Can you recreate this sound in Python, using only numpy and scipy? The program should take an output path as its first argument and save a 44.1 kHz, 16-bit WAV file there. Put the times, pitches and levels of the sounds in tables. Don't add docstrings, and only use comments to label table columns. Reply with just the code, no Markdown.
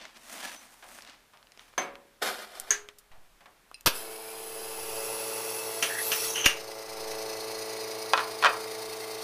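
import sys
import numpy as np
from scipy import signal
from scipy.fft import rfft, irfft, next_fast_len
from scipy.io import wavfile
from scipy.ndimage import uniform_filter1d, minimum_filter1d

SR = 44100
rng = np.random.default_rng(int(sys.argv[2]) if len(sys.argv) > 2 else 0)


def unload_audio(sound):
    columns = np.transpose(np.atleast_2d(sound))
    steps = np.round(np.clip(columns, -1, 1) * 32767)
    wavfile.write(sys.argv[1], SR, steps.astype(np.int16))


N = 407043
T = np.arange(N) / SR
RING = SR * 3 // 4


# multiple of the vane rate, level_db
VANE_ORDERS = [(1, -26), (2, -20), (3, -11), (4, 1.5), (5, -7.5), (6, -8), (7, -12.5), (8, -22), (9, -13.5),
               (10, -14.5), (12, -22), (13, -18)]
STANDING_WAVES = {5: [(4.0, -2), (4.4, -6), (5.05, 5.5), (5.9, -3), (6.35, -2), (6.7, 7.5), (7.3, 1),
                  (7.9, 0), (8.7, -18), (9.2, -20)], 6: [(4.0, 0.5), (5.0, -1), (5.5, -14), (5.8, 7.5),
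                  (6.15, -6), (6.7, 3), (7.4, 2), (9.2, 0.5)], 7: [(4.1, 5), (4.8, 3.5), (5.8, -13),
                  (6.7, 6), (7.3, 4), (7.9, -11), (9.2, 2)]}
# pitch_hz, level_db
MOTOR_LINES = [(118.5, -62.5), (1176, -57)]
# frequency_hz, level_db
CHURN_COLOUR = [(60, -25), (270, -15), (350, -1), (430, 9.5), (520, -1.5), (650, 4.5), (850, 3),
                (1100, -2.5), (1500, -4.5), (2300, -8.5), (3200, -10), (6000, -29)]
# time_s, effort_db
EFFORT = [(4.05, 8.5), (4.35, 5.5), (4.72, 0.5), (5.0, -1), (5.5, 0.5), (5.9, -2), (6.4, -0.5), (7.3, 0.5),
          (9.23, -1.1)]
FREE_HZ, LOADED_HZ, START_LAG_HZ = 27.88, 27.52, .55
SPIN_UP_S, LOAD_UP_S = .2, .24
VALVE_OPENS_S, VALVE_SHUTS_S, PRESSURE_UP_S = 3.868, 6.46, 7.0
HUM_DB, HUM_FOLLOW = -40.5, 1
CHURN_DB, CHURN_FOLLOW = -42.5, 0.77
FILL_DB, FILL_FOLLOW = -38, 0.57
BYPASS_DB, BYPASS_FOLLOW = -42, 0.71

# frequency_hz, level_db
BYPASS_COLOUR = [(1180, -19), (2000, 1.5), (2350, 0.5), (2700, 0), (2950, -10), (4200, 3), (5450, 1.5),
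                 (6200, 0.5), (6800, -6), (7400, -8.5), (9500, -2), (11500, -8.5), (12600, -6),
                 (15500, -11.5)]
# centre_hz, width_hz, level_db
BYPASS_PEAKS = [(4440, 400, 4.5), (5940, 200, 7), (6350, 170, 5), (8750, 180, -4), (9340, 520, 1.5),
                (12800, 230, -7)]
# time_s, centre_hz
BYPASS_CENTRE = [(6.5, 5050), (7.4, 5050), (8.1, 4850), (8.7, 4450), (9.2, 4350)]
BYPASS_BAND_HZ, BYPASS_BAND_DB = 450, -12

# frequency_hz, level_db
FILL_COLOUR = [(880, -20.5), (1500, -3.5), (1750, -7), (2590, -4.5), (2800, -6), (5610, -2), (7160, -9),
               (7900, -7.5), (9510, -7.5), (10400, 1.5), (11400, -7.5), (12600, -4), (15500, -7.5)]
# centre_hz, width_hz, level_db
FILL_PEAKS = [(2630, 11.4, 6), (7780, 160, -5), (10190, 80, 7.5), (12600, 520, -8.5)]
# peak_s, rise_s, fall_s, level_db
SPURTS = [(3.96, 0.072, 0.093, -21), (6.25, 0.46, 0.12, -32.5)]
PANEL_CHANGE_S = .9

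# start_s, end_s, first_hz, last_hz, width_hz, level_db
SQUEALS = [(4.03, 4.45, 2180, 2450, 200, -46), (5.879, 6.038, 1714, 1860, 479, -36),
           (5.961, 6.19, 9900, 14700, 2400, -38), (6.1, 6.346, 5540, 5770, 910, -38),
           (6.25, 6.473, 6600, 6120, 795, -41), (6.336, 6.474, 2970, 2980, 557, -35.5)]
# start_s, level_db, fade_s
CLACKS = [(3.8603, -6.5, 0.11), (3.8665, -7, 0.087), (3.872, -8.5, 0.075)]
# frequency_hz, level_db
CLACK_COLOUR = [(24, -20), (40, -20), (136, -20), (535, 1), (817, -12), (903, -1), (998, -3), (1680, -0.5),
                (1820, -10), (2450, -3.5), (4570, -4), (5440, -3), (7520, -14.5), (11800, -5),
                (15500, -15.5)]
# start_s, level_db, fade_s
SLAMS = [(5.8255, -20, 0.18), (6.118, -22.5, 0.18), (6.3575, -24.5, 0.78), (6.447, -25.5, 0.17),
         (6.4587, -12.5, 0.041), (6.462, -11.5, 0.041), (6.467, -15.5, 0.23)]
# frequency_hz, level_db
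SLAM_COLOUR = [(59, -39), (100, -26), (614, -11.5), (758, -14.5), (1520, -6.5), (2180, -6), (2850, 0.5),
               (3460, -9.5), (5280, -14), (6000, -3.5), (8230, -26.5), (9540, -8), (11100, -28),
               (12600, -14), (15500, -30.5)]
# pitch_hz, level_db, fade_s
VALVE_MODES = [(2806, 3, 0.13), (2750, 3, 0.06), (2993, -11, 0.1), (3040, 1.5, 0.16), (5760, 7.5, 0.047),
               (8950, -4, 0.15)]
# start_s, level_db, fade_s
THUMPS = [(3.868, -16, 0.029), (6.461, -23.5, 0.014)]
# start_s, level_db
PRESSES = [(3.7435, -43.5)]
# pitch_hz, level_db, fade_s
BUTTON_MODES = [(2620, -5, 0.076), (2680, 0, .03), (4100, -7, 0.052), (4930, -2, .025), (5400, -7, .035),
                (9100, -3, 0.023)]

# start_s, level_db, fade_s
SAUCERS = [(8.1345, -16, 0.053), (8.1768, -22.5, 0.19), (8.1928, -28, 0.2), (8.4262, -23.5, 0.22),
           (8.439, -21, 0.071), (8.4467, -14, 0.22), (8.4586, -17.5, 0.12), (8.466, -22, 0.16)]
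# frequency_hz, level_db
SAUCER_COLOUR = [(180, -39), (300, -24.5), (428, -17), (884, -5), (1030, -1.5), (1200, -3), (1490, 0),
                 (1830, -3), (2030, -12), (2600, -6.5), (3130, -10), (5810, -19.5), (6780, -26.5),
                 (12000, -39), (15600, -72)]
# pitch_hz, level_db, fade_s
SAUCER_MODES = [(908, -7, 0.31), (1020, 0.5, 0.23), (1084, -2, 0.057), (1300, 2, 0.14), (1373, 2, 0.14),
                (1465, 7, 0.089), (1880, 0.5, 0.12), (2500, 2, 0.1), (2544, 0.5, 0.1)]
# start_s, level_db, fade_s
TRAY_KNOCKS = [(1.7785, -23, 0.21), (1.817, -33, 0.45)]
# frequency_hz, level_db
TRAY_COLOUR = [(90, -39.5), (223, -11), (340, -8), (370, -8), (601, -7), (742, -2.5), (861, -10), (936, -2),
               (2220, -7), (5630, -22), (6390, -37), (7100, -22), (15500, -29.5)]
# pitch_hz, level_db, fade_s
TRAY_MODES = [(377, -11, 0.39), (484, -8.5, 0.67), (560, -8.5, 0.62), (684, -2, .19), (728, -1, 0.31),
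              (940, -17, 0.28), (1066, 2, .18), (1696, -10, 0.4), (2062, -4, 0.22), (2239, -1.5, 0.18)]
# start_s, level_db, fade_s
CUP_CLACKS = [(2.7065, -24, 0.23)]
# frequency_hz, level_db
CUP_COLOUR = [(200, -23.5), (420, -6.5), (900, -8.5), (1650, 4), (3000, -6), (7000, -6.5), (9500, -13),
              (15500, -20)]
# pitch_hz, level_db, fade_s
CUP_MODES = [(415, -8.5, 0.46), (1274, -3, 0.144), (1416, -12.5, 0.17), (1610, -4, 0.21), (1750, 0, 0.2),
             (1960, -3, .18), (2360, -3.5, .18), (2929, -4, 0.16)]
# start_s, left_cup_db, right_cup_db
CLINKS = [(1.78, -60, -28.5), (2.707, -17, -30.5)]
# pitch_hz, level_db, fade_s
LEFT_CUP = [(5970, -2.5, 0.11), (6260, 3, 0.06), (6520, 2, 0.1), (6760, -3, .09), (6460, -1.5, 0.07),
            (8170, -7, 0.043)]
# pitch_hz, level_db, fade_s
RIGHT_CUP = [(2250, 4.5, 0.038), (6600, -13, 0.21), (6240, 12.5, 0.12)]

# fastest_s, rise_s, fall_s, level_db
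SHOVES = [(2.223, 0.006, 0.18, -27), (2.278, 0.032, 0.11, -30), (2.425, 0.12, 0.073, -40.5),
          (2.565, 0.19, 0.22, -45.5), (2.69, 0.064, 0.16, -45)]
# frequency_hz, level_db
SLIDE_COLOUR = [(120, -52.5), (212, -9), (250, -25.5), (340, -19.5), (398, -4), (575, -11.5), (733, -7.5),
                (1020, -13), (1620, -10), (2540, -15.5), (5060, -17), (6730, -22), (11000, -19.5),
                (15500, -31)]
# centre_hz, width_hz, level_db
GRID_PEAKS = [(427, 50, 3.5), (635, 35, 3), (727, 35, 8), (1240, 45, 4), (1420, 120, -3), (1660, 130, -5),
              (2030, 90, -4.5), (3030, 130, -5.5)]
# centre_hz, width_hz, level_db
FOOT_PEAKS = [(3350, 350, -1), (4250, 460, 2.5), (5210, 280, 1)]
FOOT_DB, FOOT_DRIFT = -10.5, .025
GRAIN_DB, CATCH_DB = 1.9, 1.1
# start_s, end_s, first_hz, last_hz, width_hz, level_db
SQUEAKS = [(.40, .63, 5900, 6070, 71.8, -57.5), (.42, .51, 1710, 1680, 41, -47.5)]

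# fastest_s, rise_s, fall_s, level_db, treble_db
STROKES = [(.03, 0.4, 0.14, -45.5, -65), (0.166, 0.03, 0.03, -47.5, -65), (.335, 0.16, 0.48, -44, -46),
           (.45, 0.2, 0.19, -38.5, -47.5), (.95, 0.19, 0.15, -49.5, -51.5), (1.1, 0.21, 0.14, -51, -80),
           (1.61, .1, .3, -57.5, -66)]
# frequency_hz, level_db
SLEEVE_COLOUR = [(120, -45.5), (215, -4.5), (300, -5.5), (403, -13), (640, -3), (1550, -5), (1690, -3.5),
                 (3930, -6.5), (6120, -10.5), (7410, -14.5), (9150, -13), (15500, -23)]
# start_s, peak_db, centre_hz, decay_s (of the contact)
TICKS = [(0.053, -31.5, 2120, .0012), (0.9875, -33, 1880, .0006), (1.008, -36, 2500, .0005),
         (1.022, -33.5, 4500, .0006), (1.0495, -35, 3500, .0008), (1.075, -34, 2500, .0006),
         (1.0975, -34, 2800, 0.0007), (1.3725, -41.5, 2800, 0.0013), (1.428, -42, 2800, 0.0009),
         (1.4705, -42.5, 2800, .001), (1.52, -41, 2600, .001), (1.575, -37, 2260, .0012),
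         (1.594, -34, 2240, .0009), (1.738, -40.5, 1220, .0012), (1.955, -31, 1800, .001),
         (2.599, -17.5, 10000, 0.00065), (2.8878, -26.5, 2090, 0.00092), (2.985, -39.5, 9900, 0.0092),
         (3.714, -34, 1090, 0.00096), (3.809, -34.5, 8590, 0.0016)]
TICK_RING_S, TICK_RING_DB = 0.013, -21
# start_s, level_db, fade_s
BUMPS = [(2.599, -45, .3), (2.71, -39, .5), (3.115, -46, .3), (3.18, -44, 0.54)]
# frequency_hz, level_db
BUMP_COLOUR = [(8, 5), (30, -20), (100, -24), (250, -36.5), (1000, -75.5)]
# start_s, level_db, fade_s
FAR_KNOCKS = [(.825, -44, 0.4), (1.335, -52, 0.32), (3.116, -51.5, 0.33), (3.407, -53, 0.24),
              (3.458, -49, 0.16)]
# frequency_hz, level_db
FAR_COLOUR = [(200, -21), (450, -14.5), (700, -2), (1600, -5.5), (3000, -9), (12000, -28)]
# frequency_hz, level_db
ROOM_COLOUR = [(18, -34), (30, 5), (53, -14.5), (277, -16), (622, -15), (1590, -15), (6890, -25.5),
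               (11300, -26), (15500, -30.5)]
ROOM_DB = -63

SENSE_HZ, SENSE_S, STEP_DB = 8200, .008, .5
LIMIT_DB, DUCK_SLOPE = -27.5, 0.74
HOLD_S, RECOVER_DB_PER_S = 0.38, 18
BIAS, BIAS_LEAK_HZ = 0.03, 1.5
TOP_HZ = 15300


def pump(turns):
    vane = 2 * np.pi * 4 * turns
    hum = 0
    for k, db in VANE_ORDERS:
        gain = undb(db + overtone_db(k) + 0.48 * walk(4.5))
        hum = hum + gain * np.sin(k * vane + 2 * np.pi * rng.random())
    hum = unit(hum)
    one_turn = irfft(np.exp(2j * np.pi * rng.random(SR // 55)))
    rattle = np.interp(turns % 1, np.linspace(0, 1, len(one_turn)), one_turn)
    rattle = unit(colour(rattle, CHURN_COLOUR))
    pulsing = noise() * (1 + .5 * np.cos(vane))
    churn = casing(colour(pulsing, CHURN_COLOUR), t60=0.067, echo_db=0.5)
    loaded = gate(PRESSURE_UP_S, 10, 0.077)
    water = undb(-4.3 * loaded) * churn + undb(-8.5 + 4.8 * loaded) * rattle
    motor = sum(np.sqrt(2) * undb(db) * np.sin(2 * np.pi * hz * T) for hz, db in MOTOR_LINES)
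    mix = driven(HUM_DB, HUM_FOLLOW) * hum + driven(CHURN_DB, CHURN_FOLLOW) * water + motor
    return mix * gate(VALVE_OPENS_S, 10, 0.19)


def shaft_turns():
    lag = START_LAG_HZ * np.exp(-np.maximum(T - VALVE_OPENS_S, 0) / SPIN_UP_S)
    load = np.clip((T - VALVE_SHUTS_S) / LOAD_UP_S, 0, 1)
    return np.cumsum(FREE_HZ - lag + (LOADED_HZ - FREE_HZ) * load) / SR


def driven(db, follow):
    return undb(db + follow * curve(EFFORT))


def overtone_db(k):
    return curve(STANDING_WAVES[k]) if k in STANDING_WAVES else 0


def bypass(turns):
    shaft = 2 * np.pi * turns
    beat = 2 * np.pi * 120 * T - 4 * shaft
    edges = 8 * shaft
    once_a_turn = 2.7 * np.cos(shaft) + .6 * np.cos(2 * shaft)
    spit = undb(once_a_turn + 1.3 * np.cos(beat) + 1.3 * np.cos(edges))
    hiss = unit(colour(noise(), BYPASS_COLOUR)) + undb(-9.0) * resonate(noise(), BYPASS_PEAKS)
    hiss = passing_panels(hiss, VALVE_SHUTS_S, t60=0.12, echo_db=7.0)
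    sinking_band = whistle(curve(BYPASS_CENTRE), BYPASS_BAND_HZ)
    hiss = hiss + undb(BYPASS_BAND_DB) * sinking_band
    return hiss * unit(spit) * driven(BYPASS_DB, BYPASS_FOLLOW) * gate(VALVE_SHUTS_S, 10, .04)


def filling():
    jet = colour(noise() * undb(walk(150) + .5 * walk(5.24)), FILL_COLOUR)
    jet = passing_panels(jet, VALVE_OPENS_S, t60=0.054, echo_db=1.5)
    bores = resonate(noise() * undb(walk(14.0)), FILL_PEAKS)
    flow = np.hypot(driven(FILL_DB, FILL_FOLLOW), swells(SPURTS))
    flow = flow * gate(VALVE_OPENS_S, VALVE_SHUTS_S + 0.015, 0.16)
    return (jet + undb(-4.5) * bores) * flow


def passing_panels(x, start, t60, echo_db):
    out = 0
    for s in np.arange(start, T[-1] + PANEL_CHANGE_S, PANEL_CHANGE_S):
        nearness = np.sqrt(np.maximum(1 - abs(T - s) / PANEL_CHANGE_S, 0))
        out = out + casing(x, t60, echo_db) * nearness
    return out


def casing(x, t60, echo_db):
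    return unit(x + undb(echo_db) * signal.fftconvolve(x, tail(t60, 0))[:N])


def squeals(rows):
    out = np.zeros(N)
    for start, end, first_hz, last_hz, width_hz, db in rows:
        tone = whistle(np.interp(T, [start, end], [first_hz, last_hz]), width_hz)
        rough = unit(tone * undb(2.9 * walk(120)))
        out += undb(db) * gate(start, end, 0.03) * rough
    return out


def valve_clack():
    return strike(CLACKS, CLACK_COLOUR, crack=0.07, damping=0.015)


def valve_slams():
    return strike(SLAMS, SLAM_COLOUR, crack=0.057, damping=0.042, modes=VALVE_MODES, modes_db=-6.0)


def water_hammer():
    shape = [(20, -4.0), (70, 2), (125, -1), (300, 0.5), (1500, -61), (8000, -84)]
    return strike(THUMPS, shape, crack=0.28, damping=0.037)


def brew_button():
    out = np.zeros(N)
    for s, db in PRESSES:
        add(out, s, undb(db) * ring(BUTTON_MODES))
    return out


def saucers():
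    return strike(SAUCERS, SAUCER_COLOUR, crack=1.0, damping=0.51, modes=SAUCER_MODES, modes_db=-4.5)


def tray_knocks():
    return strike(TRAY_KNOCKS, TRAY_COLOUR, crack=0.16, damping=0.29, modes=TRAY_MODES, modes_db=-5.0)


def cup_clacks():
    return strike(CUP_CLACKS, CUP_COLOUR, crack=.2, damping=.1, modes=CUP_MODES, modes_db=-7.5)


def clinks():
    out = np.zeros(N)
    for s, left_db, right_db in CLINKS:
        add(out, s, undb(left_db) * ring(LEFT_CUP) + undb(right_db) * ring(RIGHT_CUP))
    return out


def slide():
    grip = undb(GRAIN_DB * walk(700) + CATCH_DB * walk(44.9))
    slips = noise() * grip
    scrape = casing(colour(slips, SLIDE_COLOUR), t60=0.13, echo_db=1.0)
    scrape = scrape + undb(-4.0) * resonate(slips, GRID_PEAKS)
    foot = 0
    for hz, width, db in FOOT_PEAKS:
        drifting_hz = hz * (1 + FOOT_DRIFT * walk(6))
        foot = foot + undb(db) * whistle(drifting_hz, width)
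    return unit(scrape + undb(FOOT_DB) * unit(foot * grip)) * swells(SHOVES)


def sleeve():
    grains = noise() * undb(GRAIN_DB * walk(500) + CATCH_DB * walk(60.2))
    cloth = unit(colour(grains, SLEEVE_COLOUR))
    treble = signal.sosfilt(signal.butter(2, 6500, "high", fs=SR, output="sos"), cloth)
    body = signal.sosfilt(signal.butter(4, 6500, fs=SR, output="sos"), cloth)
    body_gain = swells((s, rise, fall, db) for s, rise, fall, db, _ in STROKES)
    treble_gain = swells((s, rise, fall, db) for s, rise, fall, _, db in STROKES)
    return body_gain * unit(body) + treble_gain * unit(treble)


def ticks():
    out = np.zeros(N)
    for s, peak_db, hz, decay_s in TICKS:
        add(out, s, undb(peak_db) * tick(hz, decay_s))
    return out


def tick(hz, decay_s):
    t = T[:RING // 10]
    decay = np.exp(-t / decay_s) + undb(TICK_RING_DB) * np.exp(-t / TICK_RING_S)
    burst = rng.standard_normal(len(t)) * decay
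    sound = colour(burst, [(hz / 12, -20), (hz / 2, -3), (hz, 0), (hz * 2, -7), (hz * 6, -28)])
    return sound / abs(sound).max()


def low_bumps():
    return strike(BUMPS, BUMP_COLOUR, crack=3.0, damping=0)


def far_knocks():
    return strike(FAR_KNOCKS, FAR_COLOUR, crack=0, damping=0.75)


def kitchen_echo(x):
    return signal.fftconvolve(x, tail(0.4, 0.33))[:N]


def background():
    return undb(ROOM_DB) * unit(colour(noise(), ROOM_COLOUR))


def strike(blows, shape, crack, damping, modes=(), modes_db=0):
    out = np.zeros(N)
    for s, db, t60 in blows:
        body = tail(t60, damping)
        body[0] += crack
        sound = punch(colour(body, shape))
        if len(modes):
            sound = punch(sound + undb(modes_db) * ring(modes))
        add(out, s, undb(db) * sound)
    return out


def ring(modes):
    t, out = T[:RING], 0
    for hz, db, t60 in modes:
        partial = np.sin(2 * np.pi * (hz * t + rng.random()))
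        out = out + undb(db) * partial * np.exp(-np.log(1000) * t / t60)
    return punch(out)


def tail(t60, damping):
    t, out = T[:RING], 0
    spectrum = rfft(rng.standard_normal(RING))
    hz = np.arange(RING // 2 + 1) * SR / RING
    octave = np.clip(np.log2((hz + 1) / 1000), -3, 4)
    for k in range(-3, 5):
        band = irfft(spectrum * np.maximum(1 - abs(octave - k), 0), RING)
        out = out + band * np.exp(-np.log(1000) * t / (t60 * 2 ** (-damping * k)))
    return unit(out) / np.sqrt(RING)


def punch(x):
    return x / np.sqrt(np.sum(x ** 2) / (SR / 100))


def add(out, s, x):
    i = max(int(s * SR), 0)
    out[i:i + len(x)] += x[:N - i]


def whistle(hz, width_hz):
    phase = 2 * np.pi * np.cumsum(hz) / SR
    return unit(walk(width_hz) * np.cos(phase) + walk(width_hz) * np.sin(phase))


def colour(x, points):
    size = next_fast_len(len(x) + RING)
    hz, db = np.transpose(points)
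    bin_hz = np.arange(size // 2 + 1) * SR / size
    log_gain = np.log(undb(np.interp(np.log(bin_hz + 1), np.log(hz), db)))
    cepstrum = irfft(log_gain, size)
    cepstrum[1:size // 2] *= 2
    cepstrum[size // 2 + 1:] = 0
    return irfft(rfft(x, size) * np.exp(rfft(cepstrum)), size)[:len(x)]


def resonate(x, peaks):
    out = 0
    for hz, width, db in peaks:
        b, a = signal.iirpeak(hz, max(hz / width, 2), SR)
        out = out + undb(db) * signal.lfilter(b, a, x)
    return unit(out)


def swell(peak_s, rise_s, fall_s, db):
    away = np.maximum((peak_s - T) / rise_s, (T - peak_s) / fall_s)
    return undb(db - 20 * np.minimum(away, 10))


def swells(rows):
    return np.sqrt(sum(swell(*row) ** 2 for row in rows))


def gate(start, end, fade):
    return np.clip((T - start) / fade, 0, 1) * np.clip((end - T) / fade, 0, 1)


def curve(rows):
    return np.interp(T, *np.transpose(rows))


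def walk(rate):
    k = max(int(SR / rate), 2)
    steps = np.repeat(rng.standard_normal(N // k + 1), k)
    return unit(uniform_filter1d(steps, k)[:N])


def noise():
    return rng.standard_normal(N)


def unit(x):
    return x / np.sqrt(np.mean(x ** 2))


def undb(db):
    return 10 ** (np.asarray(db) / 20)


def gain_control(x):
    treble = signal.sosfilt(signal.butter(4, SENSE_HZ, "high", fs=SR, output="sos"), x)
    power = abs(uniform_filter1d(treble ** 2, int(SENSE_S * SR)))
    level_db = 10 * np.log10(power + 1e-12)
    wanted_db = np.minimum(LIMIT_DB - level_db, 0) * DUCK_SLOPE
    half = int(HOLD_S * SR / 2)
    held_db = minimum_filter1d(wanted_db, 2 * half + 1, origin=half)
    climb_db = RECOVER_DB_PER_S * T
    gain_db = np.minimum.accumulate(held_db - climb_db) + climb_db
    stepped = undb(STEP_DB * np.round(gain_db / STEP_DB))
    return uniform_filter1d(stepped, size=128)


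def scene():
    turns = shaft_turns()
    machine = pump(turns) + bypass(turns) + filling() + squeals(SQUEALS)
    valve = valve_clack() + valve_slams() + brew_button()
    crockery = saucers() + tray_knocks() + cup_clacks() + clinks()
    blows = valve + crockery + far_knocks()
    rubbing = slide() + squeals(SQUEAKS) + sleeve()
    room = undb(-10) * kitchen_echo(blows) + background()
    mono = machine + blows + water_hammer() + rubbing + ticks() + low_bumps() + room
    return np.array([mono, mono])


def record(dry):
    gain = gain_control(dry[0])
    leak = signal.butter(1, BIAS_LEAK_HZ, "high", fs=SR, output="sos")
    bump = signal.sosfilt(leak, BIAS * (gain - 1))
    top_cut = signal.ellip(10, .2, 70, TOP_HZ, fs=SR, output="sos")
    return signal.sosfilt(top_cut, dry * gain + bump)


dry = scene()
out = record(dry)
unload_audio(out)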